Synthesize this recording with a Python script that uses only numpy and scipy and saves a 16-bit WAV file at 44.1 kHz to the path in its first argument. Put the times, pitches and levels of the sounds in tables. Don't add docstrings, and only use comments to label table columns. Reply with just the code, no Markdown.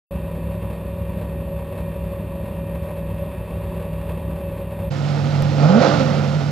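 import sys
import numpy as np
from scipy import signal
from scipy.fft import rfft, irfft, next_fast_len
from scipy.io import wavfile
from scipy.ndimage import uniform_filter1d, minimum_filter1d, map_coordinates

SR = 44100
rng = np.random.default_rng(int(sys.argv[2]) if len(sys.argv) > 2 else 0)


def dump_mix(stems):
    frames = np.atleast_2d(stems).T
    limited = np.clip(frames, -1, 1)
    pcm = np.round(limited * 32767).astype(np.int16)
    wavfile.write(sys.argv[1], SR, pcm)


N = 287091

# multiple of the cycle rate, level/dB
IDLE_ORDERS = [(5, -34), (6, -40.5), (8, -35), (10, -46), (13, -33.5), (15, -44.5), (16, -45.5)]
# f/Hz, level/dB
IDLE_PIPE = [(15, -33), (25, -26), (44, -5), (70, 1), (91, 2), (128, -15), (167, -1.5), (186, -3),
             (284, -14), (371, -15.5), (450, -20.5), (580, -61), (990, -120)]
# t/s, f/Hz
WHINE_PITCH = [(0.11, 557), (2.4, 555.2), (3.15, 558.9), (4.0, 561.3), (4.9, 555)]
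# multiple of the pulley rate, level/dB
DRIVE_ORDERS = [(10, -9.5), (11, -17), (15, 1.5), (16, -12), (17, -23), (26, -19), (27, -28), (30, -20.5),
                (31, -22), (40, -30), (46, -28), (50, -22.5), (65, -23), (70, -22), (75, -27), (85, -31),
                (95, -34.5), (100, -36), (120, -37), (122, -44)]
# f/Hz, level/dB
BLOCK_RESPONSE = [(60, -39), (300, -18), (430, -17), (510, -9), (600, -8.5), (710, -22.5), (970, -15.5),
                  (1400, -32), (1750, -30.5), (2200, -33), (2690, -28.5), (3000, -38.5), (3600, -35.5),
                  (3900, -42.5), (4500, -46), (4700, -47), (6000, -59.5), (7800, -97)]
# multiple of the cycle rate, level/dB
DRONE_ORDERS = [(6, -19.5), (7, -11), (10, -0.5), (20, -20)]
REV_CYLINDERS = [8.5, -14, -2, 6, -14, 11, 7, 8]
# f/Hz, level/dB
BOOM_RESPONSE = [(30, -64), (65, -36), (98, -5), (140, -1), (190, 4.5), (235, -1), (285, -7.5),
                 (340, -13.5), (500, -60.5)]
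# f/Hz, bandwidth/Hz, level/dB
PIPE_MODES = [(430, 43, -9), (528.3, 22, 4), (586.5, 36, -4), (677, 42, -5.5), (844, 40, -8.5),
              (1174, 200, -16), (1448, 200, -15)]
# f/Hz, level/dB
RASP_SPECTRUM = [(80, -64), (350, 0), (650, -3.5), (850, -4), (1020, -8), (1400, -12), (1750, -12.5),
                 (2700, -12.5), (3400, -15.5), (5100, -18.5), (7200, -30.5), (8600, -48), (15400, -81)]
# f/Hz, level/dB
LEFT_LEVEL = [(60, 6), (130, -5), (290, -6.5), (640, -9), (1300, -13), (3000, -9.5), (6800, -13.5),
              (12000, -33)]
# f/Hz, phase/rad
LEFT_PHASE = [(40, 0.15), (130, 0.67), (260, 0.86), (1000, 0.8), (3500, 0.4), (6800, 1)]
# f/Hz, level/dB
AIR_SPECTRUM = [(20, 12), (45, 34), (80, 35.5), (200, 22), (4000, 7), (7000, 9.5), (9000, -1.5),
                (13000, -5.5), (15500, -23)]
# t/s, level/dB
CLICK = [(5.4235, -13.5)]

START_S, SWITCH_S = 0.1082, 4.898
CYCLE_HZ, CYCLE_HUNT = 12.65, .013
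DRONE_HZ, DRONE_WANDER = 144, .006
OPEN_S, OPENING_S, SHUT_S, SHUTTING_S = 5.565, 0.083, 5.785, 0.039
CLIMB_S, PEAK_S, CLIMB_POWER = 5.55, 5.85, 2.2
REST_HZ, PEAK_HZ, COAST_HZ_PER_S = 135.67, 313.6, 295
OVERRUN_DB, OVERRUN_S = 10.5, 0.083
ROUGH_REST, ROUGH_SMOOTHING = 0.859, 0.54
# base level/dB, gain at top speed/dB, gain at open throttle/dB
TONE_DB, BOOM_DB = (-32.5, 8, 21), (-26.5, 10, 6.5)
BARK_DB, RASP_DB = (-32.5, 13, 12), (-32.5, 6.5, 6)
SWELL_PEAK_S, SWELL_DB_PER_S, EBB_DB_PER_S = 5.44, 8.5, 2.5


def amp(db):
    return 10 ** (np.asarray(db) / 20)


def unit(x):
    return x / np.sqrt(np.mean(x ** 2) + 1e-20)


def steady(x):
    return x / np.sqrt(np.abs(uniform_filter1d(x ** 2, size=SR // 12)) + 1e-12)


def wobble(rate):
    knots = rng.standard_normal(int(N * rate / SR) + 4)
    return map_coordinates(knots, [np.arange(N) * rate / SR])


def filtered(x, response):
    size = next_fast_len(N + SR // 2)
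    return irfft(rfft(x, size) * response(np.fft.rfftfreq(size, 1 / SR)), size)[..., :N]


def log_interp(hz, points):
    f, values = np.transpose(points)
    return np.interp(np.log(hz + 1), np.log(f + 1), values)


def coloured(x, points):
    return filtered(x, lambda hz: amp(log_interp(hz, points)))


def turns(hz):
    return np.cumsum(hz) / SR


def orders(angle, table, flutter_db, flutter_hz, drift_rad, spread):
    tones = np.zeros(N)
    for order, db in table:
        amplitude = np.sqrt(2) * amp(db + flutter_db * wobble(flutter_hz))
        phase = 2 * np.pi * (round(order) * angle + spread * rng.random())
        tones -= amplitude * np.cos(phase + drift_rad * wobble(flutter_hz))
    return tones


def bursts(angle, decay):
    return unit(np.exp(-decay * (angle % 1)))


def impulses(angle, pattern_db, scatter_db):
    at = np.flatnonzero(np.diff(np.floor(angle)))
    scatter = scatter_db * rng.uniform(-1.3, 1, N)[:len(at)]
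    pulses = np.zeros(N)
    pulses[at] = amp(np.resize(pattern_db, len(at)) + scatter)
    return unit(pulses)


def idle_exhaust(cycle):
    lope = amp(1.23 * wobble(13))
    chug = orders(cycle, IDLE_ORDERS, flutter_db=1.3, flutter_hz=13, drift_rad=0.25, spread=0.11)
    flow = .5 + bursts(8 * cycle, decay=4.4) + .5 * bursts(cycle, decay=1.3)
    puffs = steady(coloured(flow * rng.standard_normal(N), IDLE_PIPE))
    return lope * (chug + amp(-33.5) * puffs)


def drive_whine(pulley):
    whine = orders(pulley, DRIVE_ORDERS, flutter_db=1.84, flutter_hz=26, drift_rad=0.11, spread=0.99)
    return amp(-38) * whine


def valve_clatter(pulley, cycle, t60=0.31):
    tooth = 5 * pulley
    ticking = (1 + 0.15 * bursts(pulley, decay=4.6) + 0.28 * bursts(tooth, decay=1.2)
               + 0.11 * bursts(cycle, decay=13))
    noise = rng.standard_normal(N)
    age = np.arange(SR // 20) / SR
    ring = rng.standard_normal(len(age)) * amp(-60 * age / t60)
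    rattle = unit(signal.fftconvolve(impulses(pulley, [0], scatter_db=14.5), ring)[:N])
    clatter = unit(coloured(ticking * (noise + .5 * rattle), BLOCK_RESPONSE))
    swell_db = 3.4 * np.exp(-((np.arange(N) / SR - 4.1) / 0.043) ** 2)
    return amp(-38.5 + swell_db + 1.1 * wobble(22.04)) * clatter


def idle():
    cycle = turns(CYCLE_HZ * (1 + CYCLE_HUNT * wobble(4)))
    whine_hz = np.interp(np.arange(N) / SR, *np.transpose(WHINE_PITCH))
    pulley = turns(whine_hz / 15)
    return idle_exhaust(cycle) + drive_whine(pulley) + valve_clatter(pulley, cycle)


def stepped(x, hold_hz=12000):
    slope = filtered(x, lambda hz: hz * (hz < hold_hz / 2))
    mirror = 2 * slope * np.cos(2 * np.pi * hold_hz * np.arange(N) / SR)
    return x + amp(.5) * filtered(mirror, lambda hz: 1 / np.maximum(hz, hold_hz / 2))


def drone():
    cycle = turns(DRONE_HZ / 10 * (1 + DRONE_WANDER * wobble(14)))
    tones = orders(cycle, DRONE_ORDERS, flutter_db=0.3, flutter_hz=20, drift_rad=0.46, spread=1)
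    return amp(-18.5) * tones


def blip():
    t = np.arange(N) / SR
    opened = np.clip((t - OPEN_S) / OPENING_S, 0, 1)
    shut = np.clip((t - SHUT_S) / SHUTTING_S, 0, 1)
    climb = np.clip((t - CLIMB_S) / (PEAK_S - CLIMB_S), 0, 1) ** CLIMB_POWER
    coast = np.clip(1 - COAST_HZ_PER_S * (t - PEAK_S) / (PEAK_HZ - REST_HZ), 0, 1)
    overrun = shut * np.exp(-np.maximum(t - SHUT_S - SHUTTING_S, 0) / OVERRUN_S)
    return opened - shut, np.minimum(climb, coast), overrun


def gas_noise(angle):
    return unit((1 + bursts(angle, decay=0.75)) * rng.standard_normal(N))


def open_pipes(hz, muffle_hz=4500):
    modes = sum((-1) ** k * amp(db) * 1j * hz * width / (centre ** 2 - hz ** 2 + 1j * hz * width)
                for k, (centre, width, db) in enumerate(PIPE_MODES))
    return modes / (1 + (hz / muffle_hz) ** 4)


def revved_engine():
    throttle, speed, overrun = blip()
    tone_db, boom_db, bark_db, rasp_db = (base + fast * speed + loaded * throttle
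                                          for base, fast, loaded in (TONE_DB, BOOM_DB, BARK_DB, RASP_DB))
    rough = np.clip(ROUGH_REST - ROUGH_SMOOTHING * speed * throttle, 0, 1)
    firing_hz = REST_HZ + (PEAK_HZ - REST_HZ) * speed
    angle = turns(firing_hz * (1 + 0.02535 * rough * wobble(60)))
    firings = impulses(angle, REV_CYLINDERS, scatter_db=7.5)
    blast = np.sqrt(1 - rough) * firings + np.sqrt(rough) * gas_noise(angle)
    octave = amp(-13.5) * speed * np.sin(4 * np.pi * angle)
    tone = amp(tone_db) * np.sqrt(2) * (np.sin(2 * np.pi * angle) + octave)
    boom = amp(boom_db) * np.sqrt(rough) * steady(coloured(blast, BOOM_RESPONSE))
    bark = amp(bark_db + OVERRUN_DB * overrun) * steady(filtered(blast, open_pipes))
    rasp_gain = amp(rasp_db + OVERRUN_DB * overrun + 1.04 * wobble(45))
    rasp = rasp_gain * unit(coloured(gas_noise(angle), RASP_SPECTRUM))
    return tone + boom + bark + rasp


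def from_right(hz):
    left = amp(log_interp(hz, LEFT_LEVEL)) * np.exp(1j * log_interp(hz, LEFT_PHASE))
    return np.array([2 * left, np.full_like(left, 2)]) / np.abs(1 + left)


def reflections(x, t60):
    t = np.arange(SR // 2) / SR
    tail = rng.standard_normal((2, len(t))) * amp(-60 * t / t60)
    wet = signal.fftconvolve(x, tail / np.linalg.norm(tail[0]), axes=1)[:, :N]
    return coloured(wet, [(200, -19), (550, -14), (1100, -8)])


def outdoor_air():
    return amp(-43.5) * unit(coloured(rng.standard_normal(N), AIR_SPECTRUM))


def click(decay_s=0.0018):
    t = np.arange(N) / SR
    return sum(amp(db) * (t >= at) * np.exp(-np.abs(t - at) / decay_s) for at, db in CLICK)


def gain_control(x, threshold_db, slope, window_s):
    memory = np.exp(-1 / (window_s * SR))
    power = signal.lfilter([1 - memory], [1, -memory], np.mean(x ** 2, axis=0))
    level_db = 10 * np.log10(power + 1e-12)
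    return x * amp(-slope * np.maximum(level_db - threshold_db, 0))


def limiter(x, ceiling=.975):
    needed = ceiling / np.maximum(np.abs(x).max(axis=0), ceiling)
    return x * uniform_filter1d(minimum_filter1d(needed, size=SR // 150), size=SR // 200)


def scene():
    t = np.arange(N) / SR
    close = np.clip(np.minimum(t - START_S, SWITCH_S - t) / 0.0022, 0, 1)
    outside = np.clip((t - SWITCH_S) / 0.013, 0, 1) ** 2
    swell_db = np.minimum(SWELL_DB_PER_S * (t - SWELL_PEAK_S), EBB_DB_PER_S * (SWELL_PEAK_S - t))
    engines = filtered(amp(swell_db) * (drone() + revved_engine()), from_right)
    air = outdoor_air()
    return close * stepped(idle()) + outside * (engines + reflections(engines, t60=0.38) + air + click())


def record(dry):
    held = gain_control(dry, threshold_db=-15.0, slope=0.43, window_s=0.032)
    return filtered(limiter(held), lambda hz: hz < 15600)


dry = scene()
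out = record(dry)
dump_mix(out)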